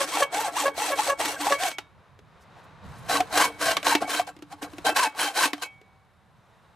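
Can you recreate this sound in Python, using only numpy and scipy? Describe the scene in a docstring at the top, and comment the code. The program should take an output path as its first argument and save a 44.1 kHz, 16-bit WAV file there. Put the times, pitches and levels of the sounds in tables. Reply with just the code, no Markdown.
"""Outdoors, over a low rumble and wind, a hand hacksaw cuts a thin steel pipe clamped in a folding bench.
In the first cut the teeth hum, flare and rasp, the blade chatters on one note late in a push, and it
snags and knocks; pipe, bench and saw frame ring. Near 1.8 s the loose offcut rings, then cloth rustles
in a pause. From about 3 s comes a second cut, which sounds hollower.
Near 5.6 s the lifted saw rings out, leaving the rumble and wind."""
import sys
import numpy as np
from scipy import signal
from scipy.fft import rfft, irfft, next_fast_len
from scipy.io import wavfile
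from scipy.ndimage import uniform_filter1d

SR = 44100
rng = np.random.default_rng(int(sys.argv[2]) if len(sys.argv) > 2 else 0)


def transcribe(signal):
    """Save signal, clipped to [-1, 1], as a 16-bit WAV file at the path in sys.argv[1]."""
    frames = np.atleast_2d(signal).T
    limited = np.clip(frames, -1, 1)
    pcm = np.round(limited * 32767).astype(np.int16)
    wavfile.write(sys.argv[1], SR, pcm)


N = 297675
T = np.arange(N) / SR


def amp(db):
    """Turn decibels into a number to multiply by."""
    return np.exp(np.asarray(db) * np.log(10) / 20)


def rms_one(x):
    """Scale a signal so its average strength (rms) is 1."""
    return x / np.sqrt(np.mean(x ** 2) + 1e-20)


def in_time(rows):
    """Join a table's rows into curves over time."""
    times, *columns = np.transpose(sorted(rows))
    return [np.interp(T, times, column) for column in columns]


def colour(x, points):
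    """Shape the tone along (f/Hz, level/dB) points, without ringing ahead of the sound."""
    size = next_fast_len(N + 8192)
    hz, db = np.transpose(points)
    log_hz = np.log(np.linspace(1, SR / 2, size // 2 + 1))
    cepstrum = irfft(np.interp(log_hz, np.log(hz), db) * np.log(10) / 20, size)
    cepstrum[1:size // 2] *= 2   # move all ringing to after its cause
    cepstrum[size // 2 + 1:] = 0
    return irfft(rfft(x, size) * np.exp(rfft(cepstrum)), size)[..., :N]


def drift(hz):
    """A smooth random wobble of size about 1; more Hz makes it quicker."""
    r = np.exp(-32 * np.pi * hz / SR)
    slow = signal.lfilter([1], [1, -2 * r, r * r], rng.standard_normal(N // 16 + 4002))[4000:]
    return np.interp(np.arange(N) / 16, np.arange(len(slow)), rms_one(slow))


def resonance(x, hz, width):
    """Ring at one pitch; a narrower width rings longer."""
    r = np.exp(-np.pi * width / SR)
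    feedback = [1, -2 * r * np.cos(2 * np.pi * hz / SR), r * r]
    return signal.lfilter([(1 - r * r) / 2, 0, (r * r - 1) / 2], feedback, x + 1e-18)


def modes(force, rows, shift_db, reclamp_s=2.5):
    """An object's own notes; the moving contact favours now one, now another. Reclamping resets the mix."""
    out = 0
    for k, (hz, width, first_db, second_db) in enumerate(rows):
        db = np.where(T < reclamp_s, first_db, second_db) + shift_db * drift(23)
        out += (-1) ** k * resonance(force * amp(db), hz, width)
    return out


# Low outdoor rumble and yard reverberation, louder during the sawing, and wind:
# t/s, rumble level/dB, wind level/dB
BACKGROUND = [(0.0, -46, -60.5), (1.6, -58, -60.5), (2.8, -55.5, -57), (2.86, -49.5, -45),
              (3.3, -41.5, -50), (3.9, -53, -56.5), (4.3, -55, -62), (4.7, -52.5, -52.5), (5.2, -47.5, -69),
              (5.8, -60.5, -63.5), (6.75, -58, -63.5)]
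# The tone of the rumble and of the wind: f/Hz, level/dB
RUMBLE_TONE = [(88, -55.5), (150, -7.5), (179, -15), (414, -11.5), (475, -9.5), (821, -8.5), (998, -7),
               (1760, -14), (3300, -24.5), (3800, -21), (4400, -28.5), (8000, -38.5), (12000, -48.5),
               (15000, -64)]
WIND_TONE = [(12, -32.5), (20, -19.5), (81, 4), (173, 2), (211, -2.5), (348, -28), (400, -40.5),
             (520, -49.5), (880, -120)]
# Cloth rustles: t/s, half length/s, f/Hz, level/dB
CLOTH = [(2.425,.018,5000,-65),(2.645,.012,6000,-68),(2.59,.025,600,-58),(2.99,.012,8000,-60),(6.6,.3,6000,-82)]
def air(wind_apart=.55, hiss_db=-78):
    """Outdoor rumble, wind on the microphone (a bit different each side), cloth and faint hiss."""
    rumble_db, wind_db = in_time(BACKGROUND)
    a, b, c, d = rng.standard_normal((4, N))
    rumble = rms_one(colour(np.array([a + 0.33 * b, a - 0.23 * b]), RUMBLE_TONE))
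    rumble *= amp(rumble_db - 2.5 + 2.2 * drift(1.3))
    wind = rms_one(colour(np.array([c + wind_apart * d, c - wind_apart * d]), WIND_TONE))
    wind *= amp(wind_db + 2 * drift(8.4) + [[-1.2], [1.2]])
    rustle = sum(amp(db) * np.exp(-((T - s) / length) ** 2) * rms_one(resonance(b, hz, 1.1 * hz))
                 for s, length, hz, db in CLOTH)
    hiss = amp(hiss_db) * resonance(rng.standard_normal((2, N)), 10000, 5000)
    return rumble + wind + rustle + hiss


# The idle blade drags in the slot: t/s, rasp level/dB
IDLE_DRAG = [(2.82, -98), (2.84, -63.5), (3.08, -54.5), (4.2, -55), (4.4, -75.5), (4.7, -59.5),
             (5.6, -59.5), (5.8, -80.5)]
# Saw strokes: bite t/s, length/s, first and last rasp level/dB, rise and fall/(dB per s),
# bench over rasp/dB, share spent speeding up, top and last tooth rate/Hz,
# hum level/dB speeding up and slowing down, frame ring level/dB
SAW_STROKES = [ (0.02, .012, -23, -25.5, 402, 554.5, 4, .5, 750, 700, -43, -64, -41),
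               (0.099, 0.13, -31, -28, 217.5, 619, 7, .4, 1140, 520, -39.5, -29.5, -32),
               (0.335, 0.15, -31.5, -33, 898, 600, 11.5, .55, 943, 700, -33, -32, -55),
               (0.57, 0.095, -29, -30.5, 345.5, 473, 7.5, 0.203, 1235, 520, -27, -31.5, -37),
               (0.782, 0.14, -29.5, -30.5, 588.5, 501, 8.5, .45, 983, 580, -41.5, -30, -31),
               (0.991, 0.11, -29.5, -28, 351, 520, 4.5, 0.2986, 1110, 600, -28, -33, -36),
               (1.198, 0.13, -30, -32, 1002, 348, 9, .45, 980, 655, -33, -46, -51),
               (1.416, 0.13, -31, -31.5, 355, 500, 6.5, 0.249, 1050, 560, -31, -32.5, -30),
               (1.622, 0.058, -27, -27.5, 398.5, 377.5, -9, .3, 813, 646, -27, -31, -31),
               (3.092, 0.069, -29, -26, 1995.5, 328.5, 11, .5, 750, 800, -49, -37, -58),
               (3.362, 0.09, -23, -24, 397, 420.5, 4.5, .75, 994, 1000, -24.5, -25.5, -33),
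               (3.617, 0.098, -27, -25.5, 797, 374, 5, 0.39, 654, 655, -45, -27, -36),
               (3.865, .055, -23.5, -24.5, 710, 321, 3.5, .7, 1060, 920, -42.5, -16, -29),
               (4.025, 0.026, -42.5, -46.5, 499.5, 449, 22.5, .5, 840, 700, -55, -65, -37),
               (4.102, 0.08, -28, -28.5, 600, 427.5, 6, .5, 720, 760, -66, -48, -57.5),
               (4.271, .01, -42, -44, 2496, 500.5, 14, .5, 750, 700, -58, -58, -68.5),
               (4.506, .018, -56, -45.5, 1998.5, 700.5, 15, 0.59, 750, 700, -51.5, -62, -73),
               (4.623, .012, -34.5, -40, 2500, 420.5, 16.5, 0.32, 716, 700, -63, -53, -51.5),
               (4.853, 0.03216, -29, -26, 2501, 450, 10.5, .9, 850, 637, -33.5, -24.5, -56),
               (4.961, 0.09, -24, -25.5, 1496, 514, -3, .65, 1090, 860, -28.5, -19, -36.5),
               (5.20, 0.076, -27, -29, 490, 272, 2.5, 0.37, 850, 800, -44.5, -36.5, -57),
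               (5.377, 0.08, -23.5, -24, 496, 550, -6, .6, 1110, 880, -28, -26.5, -42),
               (5.626, 0.012, -27, -31.5, 1992, 700.5, -3, .5, 1200, 700, -51, -60, -39), ]
def strokes(bite_hz=660, run_up_s=.025, brake_db_per_s2=1198):
    """Each stroke swells, holds and fades as the blade speeds up, then slows. The louder stroke wins."""
    bench_rise, bench_fall, hum_follows = 0.54, 0.44, 0.96   # shares of the rasp's rise and fall
    t = T[::32]
    rasp_db = np.interp(t, *np.transpose(IDLE_DRAG))
    bench_db = rasp_db + 13.5
    hum_db, tooth_hz = np.full(len(t), -120.), np.full(len(t), float(bite_hz))
    for s, length, bite_db, end_db, rise, fall, load_db, share, top, last, up_db, down_db, _ in SAW_STROKES:
        held_db = np.interp(t, [s, s + length], [bite_db, end_db])
        early, late = np.maximum(s - t, 0), np.maximum(t - s - length, 0)
        lost_db = rise * early + fall * late + brake_db_per_s2 * (early + late) ** 2
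        turns = [s - run_up_s, s + np.clip(share, 0, 1) * length, s + length + 1 / SR]
        held_hum_db = np.interp(t, turns, [up_db, (up_db + down_db) / 2, down_db])
        bench_follows = np.where(t < s, bench_rise, bench_fall)
        wins = held_db - lost_db > rasp_db
        rasp_db = np.where(wins, held_db - lost_db, rasp_db)
        bench_db = np.where(wins, held_db + load_db - bench_follows * lost_db, bench_db)
        hum_db = np.where(wins, held_hum_db - hum_follows * lost_db, hum_db)
        tooth_hz = np.where(wins, np.interp(t, turns, [bite_hz, top, last]), tooth_hz)
    smoothed = uniform_filter1d(np.array([bench_db, hum_db, tooth_hz]), size=9)
    return [np.interp(T, t, curve) for curve in (rasp_db, *smoothed)]


def tooth_hum(phase, hum_db, flicker_db=4.5):
    """Passing teeth hum; the hum flares as its pitch sweeps through the bench's notes."""
    wave = np.sin(phase) + amp(-13.5) * np.sin(2 * phase) + amp(-12) * np.sin(3 * phase)
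    hum = amp(hum_db + flicker_db * drift(71)) * wave
    return amp(-4) * hum + amp(4) * bench(hum, shift_db=3)


def chips(phase, bunching=0.6, spread_db=3.5):
    """Chips tear off in grains of uneven size, bunched on each passing tooth."""
    sizes = amp(spread_db * np.minimum(rng.exponential(1, N), 4) + 2.16 * drift(58))
    return rms_one(rng.standard_normal(N) * sizes * (1 + bunching * np.cos(phase)))


# The bench's notes: f/Hz, width/Hz, first cut level/dB, second cut level/dB
BENCH_NOTES = [(293.7,11,4,4),(456.5,41,-4,-2),(724,68,-3.5,1),(849,50,3,2),(1128.5,83,-5.5,1),(1136,66,-9,-4),(1343,20,-6,-6),(1583,53,0.5,2),(1920,98,-16,-20.5)]
def bench(force, shift_db):
    """Shaken wood and hinges give broad, short rings."""
    return modes(force, BENCH_NOTES, shift_db)


def blade(force, count=30, width_hz=45):
    """The thin blade has many close, short notes; each flares and fades as its free length changes."""
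    pitches = np.linspace(2800, 15000, count) + rng.uniform(-110, 110, count)
    return modes(force, [(hz, width_hz, 0, 0) for hz in pitches], shift_db=6)


# The pipe's notes: f/Hz, time to fade by 60 dB/s, first cut level/dB, second cut level/dB
PIPE_NOTES = [(2235,0.25,5.5,1),(2636,0.18,4.5,6),(3223,0.1,1,-12.5),(3158,0.09,-26,5.5),(3954,0.016,-7.5,-1.5),(4600,0.025,-28,-27.5),(5000,.1,-33,-13),(5470,0.059,-22,-20),(5890,0.044,-6,-27.5),(6370,0.088,-18,-15),(7400,0.089,-22,-22),(8450,0.0073,-6,-17.5),(7980,0.06,-24,-25.5),(10740,0.0042,-20.5,-22),(12500,.008,-12.5,-12)]
def pipe(force, shift_db):
    """The shaken steel pipe gives thin, high rings."""
    rows = [(hz, np.log(1000) / np.pi / fade_s, *levels) for hz, fade_s, *levels in PIPE_NOTES]
    return modes(force, rows, shift_db)


# How strongly the hollow notes sound: t/s, level/dB
HOLLOW_STRENGTH = [(0,-15),(3,7),(4.3,3),(4.9,5.5),(6.75,-9)]
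# The hollow notes: f/Hz, width/Hz, level/dB
HOLLOW_NOTES = [(1562,60,17),(1092,27,12.5),(289,42,-2.5)]
def hollow_pipe(grains, rasp_db):
    """The rasp wakes the pipe's hollow notes; the second cut sounds hollower."""
    strength_db, = in_time(HOLLOW_STRENGTH)
    force = grains * amp(rasp_db + strength_db)
    return sum(amp(db) * resonance(force, hz, width) for hz, width, db in HOLLOW_NOTES)


# The tone of the rasp: f/Hz, level/dB
RASP_TONE = [(150,-59.5),(300,-10.5),(700,-11),(1500,-9),(3000,-12.5),(6000,-16.5),(9000,-16.5),(12000,-21.5),(15200,-29),(16400,-57.5)]
# How wide the saw sounds between the ears: f/Hz, side level/dB
STEREO_WIDTH = [(60, -3.5), (180, -51.5), (550, -28.5), (1650, -8.5), (4970, -7.5), (15000, -6)]
def saw():
    """Teeth hum and rasp through the steel and set blade, bench and pipe ringing."""
    rasp_db, bench_db, hum_db, tooth_hz = strokes()
    phase = 2 * np.pi * np.cumsum(tooth_hz * (1 + 0.025 * drift(90))) / SR   # unevenly spaced teeth
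    hum = tooth_hum(phase, hum_db)
    grains = np.array([chips(phase) for _ in range(2)])
    treble = signal.sosfilt(signal.butter(2, 2700, "high", fs=SR, output="sos"), colour(grains[0], RASP_TONE))
    scrape = grains * amp(rasp_db - 4) / np.std(treble)   # the treble sets the rasp's level
    rasp = colour(amp(-1.5) * scrape + amp(-4) * blade(scrape), RASP_TONE)
    bench_ring = amp(4.5) * bench(grains * amp(bench_db), shift_db=4)
    pipe_ring = amp(8.5) * pipe(grains * amp(rasp_db), shift_db=3.5)
    body = hum + hollow_pipe(grains[0], rasp_db)
    mid, side = rasp + bench_ring + pipe_ring   # both ears share mid; side sets them apart
    mid = mid + body
    side = colour(side + amp(-10.5) * body, STEREO_WIDTH)
    tilt = colour(mid, [(2000, -35.5), (5000, -14), (12000, -19)])   # the treble leans left
    return mid + (side + tilt) * [[1], [-1]]


# Bursts of blade chatter: t/s, length/s, f/Hz, level/dB
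CHATTER_BURSTS = [(.016,.03,553,-27),(.222,.025,562,-21),(.486,.012,560,-36),(.66,.03,553,-21),(.922,.022,555,-28),(1.1,.03,556,-20),(1.345,.012,560,-40),(1.522,.035,562,-20)]
# The tones in each burst: multiple of the pitch, level/dB
CHATTER_TONES = [(1,3.5),(2,7.5),(3,6.5),(4,-3),(5,-1)]
def chatter():
    """The blade sticks and slips on one note; its lowest tone swells first, higher ones die sooner."""
    out = np.zeros(N)
    waver, rough = drift(60), np.clip(drift(90), -2, 1.5)
    for s, length, hz, db in CHATTER_BURSTS:
        near = slice(max(round((s - .05) * SR), 0), round((s + .3) * SR))
        phase = 2 * np.pi * np.cumsum(hz * (1 + 0.008 * waver[near])) / SR
        release_db = 520 * np.maximum(T[near] - s - length, 0)
        for k, tone_db in CHATTER_TONES:
            t = T[near] - s + 0.021 / k
            grip = np.clip(t / 0.017, 0, 1) * amp(-190 * k * np.maximum(t, 0) - release_db)
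            out[near] += amp(db + tone_db + 4.2 * rough[near]) * grip * np.sin(k * phase + 1.3 * k * k)
    return out


# The saw frame's notes: f/Hz, level/dB, time to fade by 60 dB/s
FRAME_NOTES = [(2245,-0.5,0.32),(3210,-14.5,0.34)]
# Single ringing notes, as one late stroke lets go, from the loose offcut and from the lifted saw: t/s, f/Hz,
# level/dB, time to fade by 60 dB/s
SINGLE_NOTES = [(1.791,3736,-54,0.27),(5.062,2575,-31,0.13),(5.578,3143,-52,.4),(5.628,2570,-32.5,0.15),(5.65,2245,-51.5,0.95),(5.66,770,-62.5,3)]
def free_rings():
    """The frame rings freely as each stroke lets go; one late stroke, the offcut and the lifted saw leave
    single notes."""
    out = np.zeros(N + SR)
    notes = [(s + length, hz, ring_db + db, fade_s)
             for s, length, *_, ring_db in SAW_STROKES for hz, db, fade_s in FRAME_NOTES]
    for s, hz, db, fade_s in notes + list(SINGLE_NOTES):
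        t, i = T[:min(round(fade_s * SR), SR)], round(s * SR)
        loudness = amp(db - 60 * t / fade_s) * np.clip(t / 0.0036, 0, 1)
        out[i:i + len(t)] += loudness * np.sin(2 * np.pi * hz * t)
    return out[:N]


# Knocks, snags and brief flares of the tooth hum: t/s, level/dB, tone f/Hz, crack over tone/dB
KNOCKS_AND_FLARES = [(0.171, -7, 846, -5.5), (0.344, -16, 697, -3), (0.679, -12, 570, -4),
                     (0.779, -13.5, 705, -14.5), (0.987, -19.5, 890, 7), (1.204, -12.5, 670, -26.5),
                     (1.255, -13.5, 910, 2), (1.468, -6, 821, -9), (1.522, -11, 1125, 3.5),
                     (1.634, -14.5, 722.3, 3), (1.686, -34.5, 660, 10), (1.715, -29, 920, 10),
                     (1.784, -30, 796, 18), (2.19, -39.5, 417, 0.5), (2.567, -35.5, 809, -15),
                     (3.096, -13.5, 715, -5), (3.204, -6.5, 743, -1), (3.34, -17, 764, -2.5),
                     (3.614, -22, 1140, -12), (3.768, -16.5, 1119, 13.5), (3.829, -26.5, 610.2, 10),
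                     (3.868, -3, 892, -1), (3.951, -7.5, 312, 7.5), (4.029, -20.5, 280, -2),
                     (4.078, -25, 702.3, -2), (4.196, -8.5, 711.3, -3.5), (4.275, -23, 800.6, -6),
                     (4.365, -33.5, 316.5, -2.5), (4.389, -37, 324, -2), (4.423, -26.5, 325, -1),
                     (4.525, -24.5, 814, -5), (4.627, -23, 291.2, 4.5), (4.68, -35.5, 430, -8.5),
                     (4.734, -26.5, 303.5, -7), (4.783, -22.5, 335, -1.5), (4.856, -27, 760, 9),
                     (4.889, -17, 790, -5), (4.965, -27.5, 1060, 18), (5.069, -23, 288, 5),
                     (5.149, -31.5, 800, -0.5), (5.455, -16, 282.7, 8.5), (5.476, -30, 610, 12),
                     (5.532, -17, 290.3, 6.5), (5.579, -38, 725, 6), (5.621, -30.5, 700, 8),
                     (5.814, -38, 423, -3.5)]
def knocks_and_flares(crack_rise_s=.001):
    """Each is a short tone, a crack of noise and a bright snap that set bench and pipe ringing."""
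    out, noise = np.zeros((2, N)), rng.standard_normal((2, N))
    noise = noise[0] + .35 * noise[1] * [[1], [-1]]
    for s, db, hz, crack_db in KNOCKS_AND_FLARES:
        i = round(s * SR)
        t = T[:min(N - i, 9000)]
        tone = np.sin(2 * np.pi * hz * t) * np.clip(t / 0.00098, 0, 1) * amp(-1600 * t)
        crack_shape = np.clip(t / crack_rise_s, 0, 1) * (amp(-2200 * t) + amp(-17 - 480 * t))
        crack = amp(crack_db) * noise[:, i:i + len(t)] * crack_shape
        snap = amp(crack_db + 2 - 18000 * t) * np.diff(noise[:, i - 1:i + len(t)])
        out[:, i:i + len(t)] += amp(db) * (tone + crack + snap)
    out = colour(out, [(80, -42), (280, -5.5), (3000, -4.5), (9000, -20.5), (16000, -32.5)])
    return out + bench(out, shift_db=2) + amp(-8) * pipe(out, shift_db=3)


def echoes(x):
    """Ground and walls send back a few dull echoes, other ones to each ear."""
    out = np.zeros((2, N))
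    delays_s = np.array([.006, .008, .015, .019, .029, .037, .052, .061])
    for k, lag in enumerate((delays_s * SR).astype(int)):
        out[k % 2, lag:] += x[k % 2, :-lag] * amp(-22 - 200 * lag / SR)
    return signal.lfilter([.4], [1, -.6], out)


def scene():
    """The sawing, its echoes and the background, for left and right ear."""
    work = saw() + chatter() + free_rings() + knocks_and_flares()
    return work + echoes(work) + air()


def record(dry):
    """Round off the loudest peaks and cut the highest treble."""
    treble_cut = signal.cheby2(12, 70, 16600, fs=SR, output="sos")
    return signal.sosfilt(treble_cut, .8 * np.tanh(dry / .8))


dry = scene()
out = record(dry)
transcribe(out)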